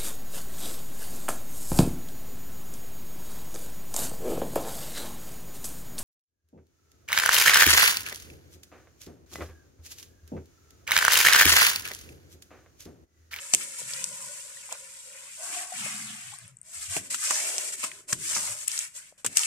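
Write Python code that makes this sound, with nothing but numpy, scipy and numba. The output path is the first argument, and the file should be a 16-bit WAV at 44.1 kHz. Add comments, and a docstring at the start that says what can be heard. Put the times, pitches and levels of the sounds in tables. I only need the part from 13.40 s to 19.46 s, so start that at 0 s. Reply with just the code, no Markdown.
"""A steel clam rake is pulled through wet sand on a tidal flat, close to the microphones, in faint open air.
First comes a long slow draw of about 2 s: grains grind and crumbs crunch on the blade, the wire frame hums
and packed sand rumbles; early on, shell bits crack on the steel and a wet clod slaps down.
Five short digs follow, each squelching in its furrow, with a few low bubble plops, and tiny grit ticks
mostly around 3 s. Sand scuffs the steel throughout; more clods land and shells click from 3.5 s to the end."""
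import sys
import numpy as np
from scipy import signal
from scipy.fft import rfft, irfft
from scipy.io import wavfile
from scipy.ndimage import uniform_filter1d
from numba import njit

SR = 44100
rng = np.random.default_rng(int(sys.argv[2]) if len(sys.argv) > 2 else 0)


def dump(signal):
    """Clip the signal to [-1, 1] and save it as 16-bit WAV at the path in sys.argv[1]."""
    limited = np.clip(np.atleast_2d(signal).T, -1, 1)
    pcm = np.round(limited * 32767).astype(np.int16)
    wavfile.write(sys.argv[1], SR, pcm)


N = 267290
TIME = np.arange(N) / SR  # [s]


def undb(db):
    """Decibels to amplitude gain."""
    return 10 ** (np.asarray(db) / 20)


def unit(x):
    """Scale to rms 1."""
    return x / np.sqrt(np.mean(x ** 2) + 1e-18)


def curves(table):
    """One control per column, joined by straight lines in time."""
    s, *columns = np.transpose(table)
    return [np.interp(TIME, s, column) for column in columns]


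def pan(db):
    """Left and right gains for a left minus right level difference in dB."""
    return undb(np.array([[db], [-db]]) / 2)


def colour(x, points):
    """Causal minimum-phase filter through (frequency [Hz], level [dB]) points."""
    hz, db = np.transpose(points)
    size = 2048
    bins_hz = np.fft.rfftfreq(size, 1 / SR) + 1  # +1 keeps the logarithm finite
    log_gain = np.log(undb(np.interp(np.log(bins_hz), np.log(hz), db)))
    # folding the cepstrum forward in time makes the response causal
    cepstrum = irfft(log_gain)
    cepstrum[1:size // 2] *= 2
    cepstrum[size // 2 + 1:] = 0
    response = irfft(np.exp(rfft(cepstrum)))
    return signal.fftconvolve(x, response[None], axes=1)[:, :x.shape[1]]


@njit
def svf(x, g, k):
    """State-variable band-pass whose tuning g and damping k move with every sample."""
    y, band, low = np.empty(len(x)), 0., 0.
    for i in range(len(x)):
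        v = (band + g[i] * (x[i] - low) + 1e-18) / (1 + g[i] * (g[i] + k[i]))
        band = 2 * v - band
        low = low + 2 * g[i] * v
        y[i] = k[i] * v
    return y


def resonate(x, hz, width):
    """A resonance on both channels, gain 1 at the centre."""
    hz = np.minimum(hz, .45 * SR) * np.ones(x.shape[1])
    return np.array([svf(channel, np.tan(np.pi * hz / SR), width / hz) for channel in x])


def steep(x, hz, width):
    """A resonance passed twice, for dark skirts."""
    return resonate(resonate(x, hz, width), hz, width)


def grains(per_s, spread_db, lag_s, hiss):
    """Tiny random fractures, a few much larger, over a finer hiss; each has its own lag between the channels."""
    chance, size, place = rng.random((3, N))
    at = np.flatnonzero(chance < per_s / SR)
    size_db = spread_db * np.minimum(-np.log(size[at] + 1e-9), 4.5)
    size = undb(size_db) * rng.choice([-1, 1], N)[at]
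    lag = np.round((2 * place[at] - 1) * lag_s * SR).astype(int)
    late = np.clip(at + lag, 0, N - 1)
    ears = np.array([np.bincount(at, size, N), np.bincount(late, size, N)])
    return unit(unit(ears) + hiss * rng.standard_normal((2, N)))


def noise(apart, size):
    """Noise common to both channels, plus a part that differs."""
    mid, side = rng.standard_normal((2, size))
    return unit(np.array([mid + apart * side, mid - apart * side]))


def burst(x, envelope):
    """Give a decaying sound the rms of its envelope, so its level refers to the top of that envelope."""
    return unit(x) * np.sqrt(np.mean(envelope ** 2))


def add(out, s, sound):
    """Mix a sound in at a time in s."""
    i = max(int(s * SR), 0)
    out[:, i:i + sound.shape[1]] += sound[:, :N - i]


def walk(rate):
    """Random levels held 1 / rate s and smoothed; spread near 1."""
    k = max(int(SR / rate), 1)
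    steps = np.repeat(rng.standard_normal(N // k + 1), k)
    return unit(uniform_filter1d(steps, k)[:N])


def echo(x, lag_s, gain):
    """Add a close reflection whose lag moves."""
    return x + gain * np.array([np.interp(TIME - lag_s, TIME, channel) for channel in x])


def stroke(s, attack_s, hold_s, sag_db_s, release_s):
    """The force of one push: it swells until s, sags from then on, and dies away after the hold."""
    age = TIME - s
    swell = np.exp(-(np.maximum(-age, 0) / attack_s) ** 3)
    sag = undb(-sag_db_s * np.maximum(age, 0))
    return swell * sag * np.exp(-np.maximum(age - hold_s, 0) / release_s)


def together(forces, dbs):
    """Power-summed amplitude of overlapping pushes, each at its own level."""
    return np.sqrt(sum((force * undb(db)) ** 2 for force, db in zip(forces, dbs)))


def leading(forces, pitches):
    """A pitch drawn towards whichever push is strongest at each moment."""
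    weights = np.array(forces) ** 2 + 1e-18
    return sum(w * hz for w, hz in zip(weights, pitches)) / weights.sum(0)


# grit and crumb spectra: (frequency [Hz], relative level [dB])
GRIT_SPECTRUM = [(900, -50.5), (2000, -13), (3800, -13), (5000, -6.5), (6300, -2.5), (7400, 3.5),
                 (8300, 3.5), (9500, -2.5), (11500, -10.5), (14200, -20.5)]
CRUNCH_SPECTRUM = [(400, -40), (800, -16.5), (1200, -4), (1600, 0), (2300, 3.5), (3200, -2), (4200, -6),
                   (6000, -5), (10000, -46.5)]
COARSE_SPREAD_DB, COARSE_GAIN = 3.5, 1.8  # gain over the fine grit at full force


def sand(grit_gain, crunch_gain):
    """Grains grind on the blade and crumbs break, in small uneven slips."""
    slips_db = 0.56 * walk(rate=57) + 0.35 * walk(rate=13)
    grit = grains(per_s=6000, spread_db=2.5, lag_s=.0004, hiss=0.4)
    grit = unit(colour(grit, GRIT_SPECTRUM))
    # a hard pull drags coarser grains along, which sound lower
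    force = np.clip((20 * np.log10(grit_gain + 1e-9) + 32.0) / 10, 0, 1)
    coarse = grains(per_s=1300, spread_db=COARSE_SPREAD_DB, lag_s=0.00044, hiss=0.91)
    coarse = unit(steep(coarse, hz=6230, width=3800))
    coarse_gain = COARSE_GAIN * force
    grit = (grit + coarse_gain * coarse) / np.sqrt(1 + coarse_gain ** 2)

    crumbs = grains(per_s=2200, spread_db=0.5, lag_s=0.00031, hiss=0.74)
    # water films snap between the crumbs, ringing briefly at a wandering pitch
    films = unit(steep(crumbs, 2450 * np.exp(0.32 * walk(rate=100)), 440))
    # crumbs of different sizes give way in turn, so the crunch shifts in colour
    patches = unit(steep(crumbs, 2500 * np.exp(.3 * walk(rate=22)), 900))
    patches = patches * undb(3.5 * walk(rate=45))
    crunch = unit(unit(colour(crumbs, CRUNCH_SPECTRUM)) + 0.4 * films + 0.4 * patches)

    scrape = grit * grit_gain + crunch * crunch_gain
    # the wet surface mirrors the scrape; the path changes as the rake moves
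    return echo(scrape * undb(slips_db), lag_s=.0023 + 0.000233 * walk(rate=5), gain=0.44)


# the long draw with the blade buried, levels before the slips and echo of the sand:
# (time [s], grit level [dB], crunch level [dB], frame hum level [dB])
LONG_DRAW = [(0.0, -42, -50, -59.5), (0.39, -40, -50.5, -60), (0.54, -44.5, -48, -55.5),
             (0.66, -40.5, -53.5, -55), (0.92, -40.5, -54.5, -53), (1.13, -45, -54, -61.5),
             (1.65, -46.5, -56.5, -62.5), (1.88, -46.5, -51.5, -61.5), (2.0, -42.5, -57, -86)]


def draw(release_s):
    """Amplitudes of grit, crunch and frame hum in the long draw; they fade as the blade surfaces."""
    surfacing_s = LONG_DRAW[-1][0]
    buried = np.exp(-np.maximum(TIME - surfacing_s, 0) / release_s)
    return undb(curves(LONG_DRAW)) * buried


# the blade cuts a furrow, levels at full force: (time of full force [s], grit and crunch attack [s], hold [s],
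# grit [dB], crunch [dB], frame hum [dB], squelch [dB], furrow pitch at first [Hz], furrow pitch at last [Hz])
FURROW_DIGS = [(2.063, 0.067, 0.29, -37.5, -49, -46.5, -54.5, 850, 900),
               (2.464, 0.13, 0.49, -35.5, -40, -54, -48.5, 1090, 1690),
               (3.929, 0.14, 0.37, -27.5, -37, -48, -44.5, 1490, 546),
               (4.957, 0.15, 0.17, -29.5, -41, -52, -45, 1540, 970),
               (5.975, 0.02, .1, -28.5, -38, -76.5, -66, 700, 670)]
DIG_SAG_DB_S, DIG_RELEASE_S = 21.5, .04
SQUELCH_ATTACK_S, SQUELCH_SAG_DB_S = 0.068, 30  # the frame hum of the digs shares these
FURROW_SETTLES = 0.2  # time constant of the pitch glide, as a share of the hold


def digs():
    """Amplitudes of grit, crunch, frame hum and squelch in the digs, and the furrow's gliding pitch."""
    *_, grit_db, crunch_db, hum_db, squelch_db, _, _ = np.transpose(FURROW_DIGS)
    forces, suction, glides = [], [], []
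    for s, attack, hold, *_, first, last in FURROW_DIGS:
        forces.append(stroke(s, attack, hold, DIG_SAG_DB_S, DIG_RELEASE_S))
        suction.append(stroke(s, SQUELCH_ATTACK_S, hold, SQUELCH_SAG_DB_S, DIG_RELEASE_S))
        unsettled = np.exp(-np.maximum(TIME - s, 0) / (FURROW_SETTLES * hold))
        glides.append(last * (first / last) ** unsettled)
    grit, crunch = together(forces, grit_db), together(forces, crunch_db)
    hum, wet = together(suction, hum_db), together(suction, squelch_db)
    return (grit, crunch, hum, wet), leading(suction, glides)


# loose sand scuffs over the steel or slides off it, levels at full force:
# (time of full force [s], attack [s], hold [s], grit level [dB], crunch level [dB], frame hum level [dB])
SAND_SCUFFS = [(0.169, 0.051, 0.07, -37, -51, -74), (0.212, .006, 0.0089, -36.5, -41, -72),
               (0.392, 0.007, 0.0048, -35, -51, -52), (0.537, 0.08, 0.1, -36.5, -44.5, -72),
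               (1.32, 0.014, 0.022, -47, -47.5, -50.5), (2.168, 0.055, 0.057, -35.5, -42, -48),
               (2.993, 0.015, 0.096, -53, -55.5, -67.5), (3.313, 0.061, 0.055, -48, -62.5, -68),
               (3.349, 0.023, 0.091, -39, -50.5, -64), (3.441, 0.033, 0.019, -37, -45, -75),
               (3.559, 0.068, 0.018, -31.5, -40.5, -48.5), (3.643, 0.017, 0.028, -43.5, -55, -61.5),
               (3.709, 0.0074, 0.031, -31.5, -41, -54.5), (4.33, 0.0089, 0.0045, -33.5, -45, -62),
               (4.413, 0.038, 0.056, -36.5, -47, -60), (4.434, 0.0038, 0.016, -32.5, -38, -41),
               (4.525, 0.027, 0.077, -47.5, -55, -60), (4.709, 0.024, 0.0085, -33, -46, -48),
               (4.955, 0.012, 0.0099, -27.5, -43, -62), (5.217, 0.068, 0.019, -36.5, -48.5, -63),
               (5.335, 0.053, 0.11, -32.5, -41, -63.5), (5.573, 0.028, 0.0055, -40, -55, -62.5),
               (5.633, 0.12, 0.062, -52.5, -58, -75), (5.783, 0.0054, 0.021, -56, -63, -74),
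               (5.95, 0.062, .03, -45, -51.5, -72)]
SCUFF_SAG_DB_S, SCUFF_RELEASE_S = 28.5, 0.03


def scuffs():
    """Amplitudes of grit, crunch and frame hum in the short scuffs."""
    forces = [stroke(s, attack, hold, SCUFF_SAG_DB_S, SCUFF_RELEASE_S)
              for s, attack, hold, *_ in SAND_SCUFFS]
    return [together(forces, dbs) for dbs in np.transpose(SAND_SCUFFS)[3:]]


def squelch(gain, hz):
    """Wet pores fizz in the broad hollow of the furrow, whose pitch moves."""
    pops = grains(per_s=3000, spread_db=1.2, lag_s=0.00017, hiss=0.6) * undb(1.2 * walk(rate=40))
    furrow = steep(pops, hz, width=.9 * hz)
    # dividing by sqrt(hz) evens out the power as the bandwidth follows the pitch
    return gain * unit(furrow / np.sqrt(hz))


# modes of the unloaded wire frame: (frequency [Hz], half the width of each filter pass [Hz], relative level [dB])
FRAME_MODES = [(555, 46.4, 12), (993, 66, 7), (1443, 58, 5.5), (1873, 50, -1.5), (2588, 39, 4.5)]
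# a load of sand stiffens the frame: (time [s], shift of the lowest mode [Hz])
SAND_LOAD = [(1.96, -7.5), (2.06, 149), (2.95, 181), (3.1, 1.5), (3.42, 129), (3.56, 131), (3.7, 6),
             (4.0, 82), (5.2, 37)]
HUM_PATCHY_DB = 2.5


def frame_hum(gain):
    """The steady rub of the sand rings the modes of the wire frame, which the load of sand retunes."""
    detune = 1 + 0.01 * walk(rate=7)  # the shifting load
    lift, = curves(SAND_LOAD)
    rub = noise(apart=0.43, size=N)
    hum = np.zeros((2, N))
    lowest_hz = FRAME_MODES[0][0]
    for k, (hz, width, db) in enumerate(FRAME_MODES):
        # each mode swells and fades on its own as the grip of the sand shifts
        swell = undb(db + HUM_PATCHY_DB * walk(rate=23))
        mode_hz = hz * detune + lift * np.sqrt(lowest_hz / hz)  # higher modes shift less
        hum += (-1) ** k * swell * steep(rub, mode_hz, 2 * width)
    return gain * unit(hum)


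# packed sand shears under the load: (time of full force [s], hold [s], level [dB], pitch [Hz])
SAND_HEAVES = [(0.438, 0.45, -58, 174.6), (2.11, 0.044, -57.5, 330), (2.378, 0.35, -46, 202),
               (2.888, 0.02, -60, 119), (3.044, 0.01, -58.5, 132), (3.405, 0.024, -56, 88),
               (3.515, 0.031, -48.5, 95), (4.06, 0.56, -59.5, 410), (4.413, 0.0077, -67, 130),
               (4.71, 0.17, -54.5, 344), (4.962, .14, -58.5, 112), (5.893, .06, -72, 275)]
HEAVE_ATTACK_S, HEAVE_SAG_DB_S, HEAVE_RELEASE_S = 0.033, 9.5, 0.072
GROUND_HZ, RUMBLE_WIDTH = 132, .42  # width of each filter pass as a share of the pitch
RUMBLE_LUMPY_DB = 1.6


def rumble():
    """Packed sand gives way in dull, overlapping jolts."""
    _, _, dbs, pitches = np.transpose(SAND_HEAVES)
    forces = [stroke(s, HEAVE_ATTACK_S, hold, HEAVE_SAG_DB_S, HEAVE_RELEASE_S)
              for s, hold, *_ in SAND_HEAVES]
    hz = leading(forces, pitches)
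    jolts = grains(per_s=260, spread_db=1.8, lag_s=0.0004, hiss=0.2)
    jolts = jolts * undb(RUMBLE_LUMPY_DB * walk(rate=24))
    # the shearing sand rings at its moving pitch, the ground at a fixed one
    shear = steep(jolts, hz, RUMBLE_WIDTH * hz)
    ground = steep(jolts, GROUND_HZ, RUMBLE_WIDTH * GROUND_HZ)
    body = steep(shear + 1.25 * ground, 0.94 * hz, 0.59 * hz)
    return unit(body / np.sqrt(hz)) * together(forces, dbs)


# spectrum of shell bits, also used for the spray of the slaps: (frequency [Hz], relative level [dB])
SHELL_SPECTRUM = [(200, -30), (1200, -21.5), (2700, 1), (4200, -7), (6000, -1.5), (8000, 8.5),
                  (10500, -10.5), (14500, -12)]
# shell bits on the steel: (time [s], onset level [dB], pitch [Hz], left minus right [dB], crack decay [s])
SHELL_CLICKS = [(0.1368, -1.5, 5700, 3, 0.00072), (0.1474, 1, 7700, -6.5, 0.00055),
                (.535, -24, 5360, 6, 0.0023), (0.641, -15.5, 6840, 1.5, 0.002),
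                (1.3251, -20.5, 7460, -2, 0.0014), (3.566, -17.5, 2240, 2, 0.00056),
                (3.908, -16, 1600, 0.5, .0009), (3.908, -14, 7500, 2, .0005),
                (4.1811, -14, 6300, -2, 0.0011), (4.2455, -24, 8700, 2.5, .0008),
                (4.438, -24, 8100, 1, 0.00064), (4.5156, -31.5, 2200, 2, 0.0022),
                (4.7291, -11, 7100, 2, 0.0017), (5.2772, -19, 7000, 8, 0.00058),
                (5.2798, -12, 9140, 0.5, 0.002), (5.3163, -23.5, 5500, 6, .0015),
                (5.3767, -22, 5160, 9, .0015), (5.3902, -10.5, 7300, -6, 0.0008),
                (5.863, -14, 8400, 0, 0.002), (5.9706, -4, 6700, 3.5, 0.0014), (5.983, -10, 6800, 6, .0006),
                (5.993, -11, 6300, -7, 0.00056), (6.034, -16.5, 3800, 3, 0.00083)]


def clicks(rise_s, ring_s, ring_db, lag_s):
    """A shell bit snaps against the steel: a sharp crack and a short ring that the sand smothers."""
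    out, t = np.zeros((2, N)), TIME[:SR // 20]
    for s, db, hz, pan_db, crack_s in SHELL_CLICKS:
        decay = np.exp(-t / crack_s) + undb(ring_db) * np.exp(-t / ring_s)
        envelope = (1 - np.exp(-t / rise_s)) * decay
        crack = rng.standard_normal((2, len(t))) * envelope
        snap = 0.52 * unit(colour(crack, SHELL_SPECTRUM)) + unit(steep(crack, hz, 0.67 * hz))
        left, right = (burst(port, envelope) for port in snap)
        right = np.interp(t - lag_s, t, right)  # the right channel lags
        add(out, s, np.array([left, right]) * undb(db) * pan(pan_db))
    return out


# clods and the blade landing in wet sand:
# (time [s], splat level [dB], splat pitch [Hz], spray level [dB], thud level [dB], thud pitch [Hz])
WET_SLAPS = [(.135, -27.5, 720, -14.5, -31.5, 253), (1.289, -40, 915, -60, -75, 400),
             (1.32, -31, 760, -35, -54, 463), (1.35, -43, 1190, -53, -73, 400),
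             (3.564, -27, 566, -22, -29, 217), (3.743, -27.5, 1460, -20.5, -50, 206),
             (3.905, -18.5, 1240, -20, -37, 276), (4.179, -37.5, 610, -25, -66, 297),
             (4.438, -25.5, 1340, -23, -39, 266), (4.725, -22, 1480, -20.5, -27, 134),
             (4.963, -24.5, 1300, -26, -34, 217), (5.8453, -26.5, 1230, -21.5, -32, 268),
             (5.861, -28.5, 1520, -19.5, -38, 136), (5.968, -37, 830, -14.5, -47, 155)]


def slaps(rise_s, splat_s, spray_s, thud_s, settle_s, settle_db):
    """Wet sand lands: a hollow splat, a spray of grains and a thud in the ground, which then settles."""
    out, t = np.zeros((2, N)), TIME[:SR // 3]
    rise = 1 - np.exp(-t / rise_s)
    splat_env, spray_env, thud_env, settling = (
        rise * np.exp(-t / fade) for fade in (splat_s, spray_s, thud_s, settle_s))
    thud_env = thud_env + undb(settle_db) * settling
    for s, splat_db, hz, spray_db, thud_db, thud_hz in WET_SLAPS:
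        splat = steep(noise(apart=0.3, size=len(t)) * splat_env, hz, 0.75 * hz)
        spray = colour(noise(apart=0.82, size=len(t)) * spray_env, SHELL_SPECTRUM)
        thud = steep(noise(apart=0.3, size=len(t)) * thud_env, thud_hz, 1.25 * thud_hz)
        add(out, s, undb(splat_db) * burst(splat, splat_env))
        add(out, s, undb(spray_db) * burst(spray, spray_env))
        add(out, s, undb(thud_db) * burst(thud, thud_env) * pan(1.9))
    return out


# low bubble plops and tiny high ticks of grit:
# (time [s], level before opening, decay and pan [dB], base pitch [Hz], decay time [cycles])
PLOPS_AND_TICKS = [(.417, -36.5, 497, 1.1), (1.169, -38.5, 1830, 8.8), (2.3202, -28.5, 714, 7.3),
                   (2.461, -34, 583, 2.8), (2.925, -43.5, 798, 7.3), (2.936, -38, 1040, 4.4),
                   (2.9392, -26, 8100, 6), (2.987, -25.5, 8500, 6.1), (3.079, -30, 9050, 5),
                   (3.1694, -33, 7630, 12), (3.187, -40.5, 7700, 6.6), (3.215, -27, 8430, 9.2),
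                   (3.231, -38, 8500, 6), (3.3455, -23, 7870, 6), (5.724, -43, 580, 1.5)]


def plops_and_ticks(opening, rise):
    """A bubble or grit tick opens softly and rings for a few cycles, rising a little in pitch."""
    out, t = np.zeros((2, N)), TIME[:SR // 10]
    for s, db, hz, cycles in PLOPS_AND_TICKS:
        age = hz * t / cycles  # in decay times
        phase = 2 * np.pi * hz * t * (1 + rise * np.tanh(age))
        ring = np.exp(-age) * np.sin(phase)
        swell = 1 - np.exp(-(age / opening) ** 2)
        add(out, s, undb(db) * swell * ring * pan(5.1))
    return out


# spectrum of the open air: (frequency [Hz], relative level [dB])
AIR_SPECTRUM = [(25, -11.5), (80, -3.5), (160, -2.5), (350, -17), (560, -17), (900, -20), (2000, -12),
                (4000, -32.5), (8000, -13), (14000, -34.5)]


def air():
    """Faint open air over the flat: coloured noise whose level drifts slowly."""
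    breeze = unit(colour(noise(apart=0.34, size=N), AIR_SPECTRUM))
    return breeze * undb(-68.5 + 1.1 * walk(rate=0.98))


def scene():
    """The rake at work under an open sky."""
    draw_grit, draw_crunch, draw_hum = draw(release_s=0.029)
    (dig_grit, dig_crunch, dig_hum, dig_squelch), furrow_hz = digs()
    scuff_grit, scuff_crunch, scuff_hum = scuffs()
    # overlapping movements add in power
    grit = np.linalg.norm([draw_grit, dig_grit, scuff_grit], axis=0)
    crunch = np.linalg.norm([draw_crunch, dig_crunch, scuff_crunch], axis=0)
    hum = np.linalg.norm([draw_hum, dig_hum, scuff_hum], axis=0)
    rake = sand(grit, crunch) + squelch(dig_squelch, furrow_hz) + frame_hum(hum)
    shells = clicks(rise_s=0.00013, ring_s=0.0038, ring_db=-21, lag_s=0.00021)
    clods = slaps(rise_s=0.0014, splat_s=0.005, spray_s=0.0087, thud_s=0.0047,
                  settle_s=0.086, settle_db=-20.5)
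    small_rings = plops_and_ticks(opening=0.25, rise=0.029)
    return rake + rumble() + shells + clods + small_rings + air()


# the two microphone ports colour the sound differently: (frequency [Hz], left minus right [dB])
PORT_COLOURS = [(60, 5), (110, 5.5), (200, 1), (380, -0.5), (700, 1.5), (1290, -1), (2370, 2), (4380, -2),
                (8090, 2.5), (14900, 4.5)]
TOP_HZ = 14500


def record(dry):
    """Each port has its own colour; the sound is clipped at full scale, then its top is cut steeply."""
    left = colour(dry[:1], [(hz, db / 2) for hz, db in PORT_COLOURS])
    right = colour(dry[1:], [(hz, -db / 2) for hz, db in PORT_COLOURS])
    clipped = np.clip(np.vstack([left, right]), -1, 1)
    low_pass = signal.ellip(8, .2, 70, TOP_HZ, fs=SR, output="sos")
    return signal.sosfilt(low_pass, clipped)


dry = scene()
out = record(dry)
dump(out)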